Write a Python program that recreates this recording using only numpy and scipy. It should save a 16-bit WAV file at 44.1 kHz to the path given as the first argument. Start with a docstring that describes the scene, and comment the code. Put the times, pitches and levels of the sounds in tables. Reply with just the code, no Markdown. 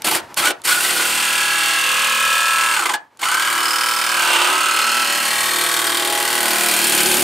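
"""A jigsaw cuts a sheet-metal roof: two short bursts, a long cut, a pause, another long cut to the end.
Every blade stroke bites and rasps in nearly the same way: gritty noise, part of it repeated each stroke,
is shaped by the bite and coloured into rasp, sizzle, hiss, flap and boom. Gears whine on multiples of the
stroke rate, resonances squeal and the blade yelps as it catches. The switch clicks, a dull whirr stays
between the cuts, and the panel rings on briefly when the trigger is let go."""
import sys
import numpy as np
from scipy import signal
from scipy.fft import rfft, irfft, next_fast_len
from scipy.io import wavfile
from scipy.ndimage import uniform_filter1d

SR = 44100
rng = np.random.default_rng(int(sys.argv[2]) if len(sys.argv) > 2 else 0)


def transcribe(u):
    """Save the signal u as a 16-bit wav file named by the first command-line argument.

    u: samples, shape (n,) or (channels, n), limited to [-1, 1]; the rate is SR.
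    q: integer samples, one column per channel.
    """
    v = np.clip(np.atleast_2d(u).T, -1, 1)
    q = np.round(v * 32767).astype(np.int16)
    wavfile.write(sys.argv[1], SR, q)


N = 319010
T = np.arange(N) / SR
FREE_STROKES_PER_S = 39.5  # unloaded blade

# Pulls of the trigger. Each row: click in seconds, click level in dB before its filter, blade bites in seconds,
# share of a stroke done at the bite, spin-up level in dB against the cut, trigger let go in seconds,
# blade stops in seconds, coasting level in dB.
CUTS = [(.0204, -15, .045, .3, -16, .16, .2, -42), (.3433, -18.5, .374, .3, -14, .5, .51, -45),
        (.618, -26, .652, .54, -6, 2.74, 2.955, -55), (3.1725, -36, 3.231, .2, -8, 7.3, 7.3, -54)]


def undb(db):
    """Amplitude factor of a level in dB."""
    return 10 ** (np.asarray(db) / 20)


def unit(x):
    """Scale to rms 1."""
    return x / np.sqrt(np.mean(x ** 2))


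def colour(x, points):
    """Filter by (Hz, dB) points, joined over log frequency; rms 1."""
    size = next_fast_len(N)
    hz = np.arange(size // 2 + 1) * SR / size + 1
    point_hz, point_db = np.transpose(points)
    gain_db = np.interp(np.log(hz), np.log(point_hz), point_db, left=-80, right=-80)
    return unit(irfft(rfft(x, size) * undb(gain_db), size)[:N])


def walk(rate_hz):
    """Random levels held 1 / rate_hz s and slewed twice; spread near 1."""
    hold = int(SR / rate_hz)
    steps = np.repeat(rng.standard_normal(N // hold + 1), hold)
    return 1.25 * uniform_filter1d(uniform_filter1d(steps, hold), hold)[:N]


def resonate(x, hz, width_hz):
    """One resonance driven by x."""
    return signal.lfilter(*signal.iirpeak(hz, hz / width_hz, SR), x)


def swell(place, db, at):
    """Gain cycling once a stroke, +0.5 db at share `at` of the stroke and -1.5 db half a stroke away."""
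    return undb(db * (np.cos(2 * np.pi * (place - at)) - .5))


def coasting():
    """A dull whirr of coloured noise that stays between the cuts, nearly the same on both sides."""
    # Each row: frequency in Hz, relative level in dB per Hz.
    coast = [(60, -12), (350, -10), (550, -9), (780, -9), (920, -2), (1130, -10), (1700, -13), (3600, -22),
             (15000, -37)]
    level_db = np.interp(T, [cut[-2] for cut in CUTS], [cut[-1] for cut in CUTS])
    mid, side = (colour(rng.standard_normal(N), coast) for _ in range(2))
    return undb(level_db + 2.5 * walk(27)) * (mid + 0.15 * side * np.array([[1], [-1]]))


def trigger():
    """Small plastic clicks of the switch: decaying noise, band-limited."""
    out = np.zeros(N)
    tick_s = np.arange(400) / SR
    for click_s, db, *_ in CUTS:
        i = int(click_s * SR)
        out[i:i + 400] += undb(db) * rng.standard_normal(400) * np.exp(-tick_s / 0.0014)
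    return signal.sosfilt(signal.butter(2, [2600, 11000], "band", fs=SR, output="sos"), out)


def ring(x):
    """The panel rings on in decaying bands of noise, differently at each microphone."""
    # Each row: centre in Hz, decay by 60 dB in seconds, relative level in dB.
    ring_bands = [(416, 0.31, -12), (906, 0.22, -4), (3060, 0.12, -8.5), (5900, 0.26, -27),
                  (12100, 0.092, -38)]
    side_share = 0.64  # differs between the microphones
    t, tail = T[:SR // 2], 0
    for hz, t60_s, db in ring_bands:
        edges_hz = [hz / 2.18, min(hz * 2.06, .45 * SR)]
        band = signal.butter(3, edges_hz, "band", fs=SR, output="sos")
        noise = signal.sosfilt(band, rng.standard_normal((2, len(t))))
        decay = noise * np.exp(-np.log(1000) * t / t60_s)
        tail = tail + undb(db) * decay / np.sqrt(t60_s * SR / 14)
    stereo_tail = tail[0] + side_share * tail[1] * np.array([[1], [-1]])
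    return signal.fftconvolve(x[None], stereo_tail, axes=1)[:, :N]


def motor():
    """Strokes per second, stroke count, strokes/s lost to load and to braking, and the on-off gain."""
    # Speed the motor can hold under the load of the cut. Each row: time in seconds, strokes per second.
    loaded_speed = [(0, 28), (.7, 34.09), (.95, 35.91), (1.07, 39.24), (1.57, 39.49), (1.9, 38.62),
                    (2.5, 39.01), (3.55, 38.75), (4.02, 39.28), (4.2, 38.13), (4.38, 34.45), (4.55, 37.9),
                    (4.72, 38.22), (4.97, 39.15), (5.15, 38.44), (5.35, 39.18), (6.0, 38.81), (6.12, 39.45),
                    (6.53, 39.13), (6.79, 38.35), (7.02, 36.31), (7.23, 37.17)]
    spin_s, spin_share = .06, .65  # share of speed reached at the bite
    brake_per_s2 = 88  # strokes/s lost per second
    switch_lag_s, stop_s = .018, .014
    click, _, bite, crank, spin_db, release, stop, _ = np.transpose(CUTS)
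    start = click + switch_lag_s
    cut = np.clip(np.searchsorted(start, T) - 1, 0, None)
    loaded = np.interp(T, *np.transpose(loaded_speed))
    braked = brake_per_s2 * np.clip(T - release[cut], 0, None)
    spun = 1 - (1 - spin_share) * np.exp(-(T - bite[cut]) / spin_s)
    speed = np.clip(loaded * spun - braked, 1, None)
    turn = np.cumsum(speed) / SR
    # each cut bites at its own point of the stroke
    turn += cut + ((crank - np.interp(bite, T, turn)) % 1)[cut]
    run = 0
    for s, on, db, off in zip(start, bite, spin_db, stop):
        times = [s, s + 0.0064, on - .005, on, off, off + stop_s]
        run = run + np.interp(T, times, [0, undb(db), undb(db), 1, 1, 0])
    return speed, turn, FREE_STROKES_PER_S - loaded, np.minimum(braked, FREE_STROKES_PER_S), run


def teeth(turn, same, hold, grit_db):
    """Gritty tooth force: one part repeats each stroke and changes over `hold` strokes, the rest is new."""
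    def grit(*shape):
        burst = np.minimum(rng.exponential(size=shape), 3.5)
        return rng.standard_normal(shape) * undb(grit_db * burst)
    size = 1024
    age, place = turn / hold, (turn % 1 * size).astype(int)
    row = age.astype(int)
    pattern = unit(grit(int(age.max()) + 2, size))
    fade = np.pi / 2 * (age % 1)
    again = np.cos(fade) * pattern[row, place] + np.sin(fade) * pattern[row + 1, place]
    same = np.clip(same, 0, 1)
    return np.sqrt(same) * again + np.sqrt(1 - same) * unit(grit(N))


def panel_flap(turn, same):
    """The sheet snaps once a stroke and shudders with the teeth."""
    # Each row: frequency in Hz, relative level in dB per Hz.
    flap = [(25, -38), (80, -22), (115, -7), (230, 0), (280, -16), (380, -28)]
    slap = unit(np.diff(np.floor(turn), prepend=0).clip(0, 1))
    return colour(slap + 0.66 * teeth(turn, same, 8.3, 0.6), flap)


def panel_boom(turn, same, bite_db):
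    """The panel booms low under the tooth force, following the bite weakly."""
    # Each row: frequency in Hz, relative level in dB per Hz.
    boom = [(230, -20.5), (300, -4.5), (345, 3), (410, -7), (560, -9.5), (720, -7.5), (900, -10.5)]
    return colour(teeth(turn, same + 0.05, 14, 0.95) * undb(0.28 * bite_db + 1.6 * walk(12)), boom)


def blade_rasp(force, slack, bite_db, rough_db):
    """Tooth force shaped by the bite, which a slack panel smears."""
    # Each row: frequency in Hz, relative level in dB per Hz.
    rasp = [(250, -23.5), (500, -11.5), (760, -7.5), (1300, 1), (2200, -0.5), (3400, -1), (4500, -15),
            (6000, -16.5), (8000, -31)]
    sharpness = 0.49 * (2 - .3 * slack ** 2)
    return colour(force * undb(sharpness * bite_db + rough_db), rasp)


def chip_sizzle(turn, same, bite_db, rough_db):
    """Chips sizzle and excite the high modes of the blade."""
    # Each row: frequency in Hz, relative level in dB per Hz.
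    sizzle = [(3500, 0), (4300, 10), (5200, 5), (6200, 3.5), (8300, 7), (9300, 7.5), (10500, -4)]
    # Each row: frequency in Hz, width in Hz, relative level in dB.
    blade_modes = [(6390, 110, -3.5), (6900, 100, 0), (7680, 130, -1.5), (8230, 160, 5.5),
                   (8570, 160, -6.5), (9420, 170, -1.5), (12900, 110, -1), (12400, 150, 4),
                   (14200, 350, 5.5)]
    blade_db = -8  # against the sizzle
    chips = teeth(turn, 0.18 * same, 4.6, 1.6) * undb(bite_db + 0.49 * rough_db)
    blade = 0
    for hz, width_hz, db in blade_modes:
        blade = blade + undb(db + 3.0 * walk(2.5)) * unit(resonate(chips, hz, width_hz))
    return colour(chips, sizzle) + undb(blade_db) * unit(blade)


def chip_hiss(turn, same, bite_db):
    """The finest, mostly unrepeated grit hisses with the bite."""
    # Each row: frequency in Hz, relative level in dB per Hz.
    hiss = [(8500, -3.5), (9800, -0.5), (11500, -3.5), (13500, -5), (15000, -13), (16500, -19)]
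    return colour(teeth(turn, 0.13 * same, 2.2, 6.3) * undb(1.02 * bite_db), hiss)


def gear_whine(turn, place):
    """Gear tones through the housing; the load of each stroke swings the shaft ahead and behind."""
    # Each row: multiple of the stroke rate, relative level in dB.
    gears = [(24, -4), (28, -5), (34, 1), (39, -8), (42, 2), (45, -7)]
    # Gear housing. Each row: frequency in Hz, gain in dB.
    housing = [(500, -22), (850, -5), (1250, 0), (1750, 0), (2400, -12)]
    # Each row: time in seconds, share of the stroke at which the whine is loudest.
    gear_place = [(1.2, 0.72), (2.7, 0.39), (2.82, 0.057), (3.3, 0.13), (3.5, 0.39), (4.1, 0.25),
                  (5.0, 0.31)]
    swing_strokes, throb_db = .003, 8
    tones = 0
    for order, db in gears:
        swing_phase, tone_phase = rng.random(2)
        angle = turn + swing_strokes * np.sin(2 * np.pi * (turn + swing_phase))
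        tones = tones + undb(db + 1.55 * walk(6.37)) * np.sin(2 * np.pi * (order * angle + tone_phase))
    loudest_at = np.interp(T, *np.transpose(gear_place))
    return colour(unit(tones), housing) * swell(place, throb_db, loudest_at)


def squeals(force, bogged, place):
    """The tooth force rings whichever resonance is free at the moment."""
    # Modes of sheet and blade, each free over one stretch. Each row: frequency in Hz, width in Hz,
    # level in dB before the swell, middle in seconds, half length in seconds,
    # share of the stroke where the swell peaks (dips if negative), swell in dB.
    modes = [(930, 160, -13.5, 4.4, 0.15, 0.14, -2), (800, 530, -10.5, .25, 0.21, 0.098, 13),
             (1134, 60, -18, 5.87, 0.79, 0.35, -4), (1330, 150, -15, 4.07, 0.93, 0.32, -5.5),
             (1916, 170, -12, 5.85, 0.88, 0.2, 11), (2683, 260, -8, 1.84, 0.88, 0.047, 3),
             (233, 15, -26, 5.2, 0.37, 0.36, 6), (3150, 160, -16.5, 6.1, 0.34, 0.11, 2),
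             (2720, 290, -9, 4.68, 0.66, 0.36, 3.5), (2980, 33, -17, 3.53, 0.58, 0.26, 8),
             (3640, 160, -14.5, 5.8, 0.43, 0.2, 8), (4210, 69, -12.5, 5.2, 0.49, 0.063, 5),
             (5070, 200, -10.5, 3.88, 0.25, 0.022, 13), (5000, 92, -14.5, 4.96, 0.28, .05, 3),
             (6550, 110, -17.5, 4.9, 0.3, 0.042, 9.5), (2980, 300, -21, 2.02, 0.4, 0.64, 29),
             (2960, 500, -19.5, 6.95, 0.46, 0.49, 15)]
    screech_hz, screech_width_hz = 2670, 1600
    screech_db = -26.5  # at one stroke/s bogged down past the first

    def sing(x, hz, width_hz):
        tone = resonate(x, hz, width_hz)
        # divide by the running rms over 1/12 s, so each squeal keeps an even level
        return tone / np.sqrt(uniform_filter1d(tone ** 2, size=SR // 12))
    screech = sing(force, screech_hz, screech_width_hz)
    out = undb(screech_db) * np.clip(bogged - 1, 0, 4.5) * screech
    for hz, width_hz, db, middle_s, half_s, at, swell_db in modes:
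        near = np.abs(T - middle_s) < 2 * half_s + .1
        stretch = np.exp(-((T[near] - middle_s) / half_s) ** 6)
        tone = sing(force[near], hz, width_hz) * swell(place[near], swell_db, at)
        out[near] += undb(db) * stretch * tone
    return out


def yelps():
    """Brief wavering tones as the blade catches, and the shape of the jolt that goes with each."""
    # Each row: start in seconds, frequency in Hz, length in seconds, peak level in dB against the cut.
    catches = [(.425, 1320, .025, 2), (.452, 1450, .05, 3), (.688, 1160, .016, 1), (.714, 1450, .022, 7),
               (.744, 1460, .016, 3), (.77, 1440, .024, 6), (.849, 1950, .007, 4), (.892, 2000, .01, 4),
               (.96, 1440, .024, 1), (.991, 1440, .022, 0), (1.02, 1460, .014, -2), (1.046, 1450, .02, -1),
               (2.858, 2050, .014, -2), (2.892, 2030, .016, -3), (2.938, 1670, .02, -2),
               (3.229, 2160, .016, -1), (4.303, 2750, .01, 1), (4.33, 2750, .012, 4), (4.36, 2800, .01, 2),
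               (4.39, 2700, .008, 2), (4.418, 2750, .011, 4), (4.446, 2600, .01, 2), (.803, 2680, .009, 3)]
    wobble = 1 + .012 * walk(200)  # pitch scatter as a share
    tone, jolt = np.zeros(N), np.zeros(N)
    for start_s, hz, length_s, db in catches:
        i, size = int(start_s * SR), int(length_s * SR)
        shape = np.sqrt(np.sin(np.pi * (np.arange(size) / size) ** 0.63))
        cycles = hz * np.cumsum(wobble[i:i + size]) / SR
        tone[i:i + size] += undb(db) * shape * np.sin(2 * np.pi * cycles)
        jolt[i:i + size] = shape
    return tone, jolt


def saw():
    """All that sounds while the blade runs, driven by stroke position, bite and load."""
    # Course of the work. Each row: time in seconds, cut level in dB, slack of the panel 0-1, bite depth in dB
    # before stroke shaping, boom in dB against the cut level, rough scatter of the stroke timing in ms.
    work = [(.045, -19, 1, 7, -8, 0.66), (0.159, -18.5, 0.7, 4.5, -13.5, 0.63), (.2, -34.5, 0.1, -3, 1, .6),
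            (.372, -18, 0.83, 2.5, -22, 0.59), (.515, -22.5, 0.53, 5, -1.5, 0.63),
            (.65, -25, 0.88, -2.5, -14, 0.77), (1.001, -21, 0.67, 1, -14, .6),
            (1.3, -17.5, 0.39, 5, -23, .22), (1.5, -17.5, 0.35, 5, -23, 0.13),
            (2.2, -17.5, 0.24, 6.5, -34, 0.043), (2.9, -17.5, 0.19, 5.5, -18.5, 0.055),
            (3.3, -17, 0.23, 7.5, -25, .09), (3.55, -17.5, 0.21, 7, -15, .16),
            (3.949, -18.5, 0.33, 7.5, -27, .1), (4.351, -17.5, 0.16, 5.5, -16, .25),
            (4.749, -17.5, 0.26, 8.5, -16.5, .1), (5.401, -18.5, 0.52, 5, -19.5, .16),
            (6.1, -18.5, 0.67, 9.5, -7.5, .12), (6.7, -15.5, 0.62, 7, -13.5, 0.19),
            (7.23, -16, 1, 8, -8, 0.79)]
    # Bite through one stroke. Each row: share of the stroke, multiplier of the bite depth.
    bite_shape = [(0, -0.61), (.2, -0.56), (.45, -0.75), (.62, -0.86), (.72, -1.61), (.9, 0.059),
                  (1, 0.061)]
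    same_free, same_least, same_loss = 0.93, 0.27, 0.07  # likeness of strokes: full speed, floor, per stroke/s lost
    brake_depth_db = 0.4  # deeper bite per stroke/s braked away
    gear_brake_db, gear_bog_db = -.08, -2.2  # whine per stroke/s braked or bogged away
    bog_hiss_db = 0.07  # brighter chips per stroke/s bogged away
    chatter_db, yelp_knock_db = 3.5, 3  # unevenness of a rough cut; jump with each yelp

    speed, turn, bogged, braked, run = motor()
    same = np.clip(same_free - same_loss * (FREE_STROKES_PER_S - speed), same_least, 1)
    work_s, *columns = np.transpose(work)
    cut_db, slack, depth_db, boom_db, scatter_ms = (np.interp(T, work_s, c) for c in columns)

    def by_slack(taut_db, slack_db):
        return taut_db + slack * (slack_db - taut_db)
    # levels against the cut level, on a taut and on a slack panel
    flap_db, sizzle_db = by_slack(-39, -18), by_slack(-9, -3.5)
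    hiss_db = by_slack(-17.5, -2.5) + bog_hiss_db * np.clip(bogged, 0, 5)
    gear_db = by_slack(3, -29) + gear_brake_db * braked + gear_bog_db * np.clip(bogged - 1, 0, 5)

    # strokes come a little early or late, which blurs the treble first
    turn = turn + scatter_ms / 1000 * speed * walk(45)
    place = (turn + .012 * walk(30)) % 1
    bite_db = (depth_db + brake_depth_db * braked) * np.interp(place, *np.transpose(bite_shape))
    bite_db += (.4 + 2.5 * (1 - same)) * walk(130)  # a rough cut knocks unevenly
    yelp, jolt = yelps()
    rough_db = chatter_db * (1 - same) * walk(45) + yelp_knock_db * jolt

    force = teeth(turn, same, 14, 0.84)
    mix = undb(-4.5) * blade_rasp(force, slack, bite_db, rough_db)
    mix += undb(flap_db) * panel_flap(turn, same)
    mix += undb(boom_db) * panel_boom(turn, same, bite_db)
    mix += undb(sizzle_db) * chip_sizzle(turn, same, bite_db, rough_db)
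    mix += undb(hiss_db) * chip_hiss(turn, same, bite_db)
    mix += undb(gear_db) * gear_whine(turn, place)
    mix += squeals(force * undb(0.87 * rough_db), bogged, place) + yelp
    return run * undb(cut_db) * mix


def scene():
    """Saw and switch, the middle range panned slowly, with the panel's ring and the whirr."""
    # Each row: time in seconds, left minus right in dB.
    pan = [(3.3, -0.9), (4.3, -3), (5.6, 0.1)]
    # Edges of the panned middle range in Hz: lower, upper.
    pan_hz = [800, 5000]
    tool = saw() + trigger()
    pan_db = np.interp(T, *np.transpose(pan))
    middle = signal.lfilter(*signal.butter(1, pan_hz, "band", fs=SR), tool)
    panned = tool + middle * (undb(np.array([pan_db, -pan_db]) / 2) - 1)
    return panned + ring(tool) + coasting()


def record(dry):
    """Thin the deep bass, round the loudest peaks and cut the top."""
    top_hz = 15720
    thin = signal.sosfilt(signal.butter(2, 55, "high", fs=SR, output="sos"), dry)
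    rounded = np.tanh(1.3 * thin) / 1.3
    return signal.sosfilt(signal.ellip(16, .2, 70, top_hz, fs=SR, output="sos"), rounded)


dry = scene()
out = record(dry)
transcribe(out)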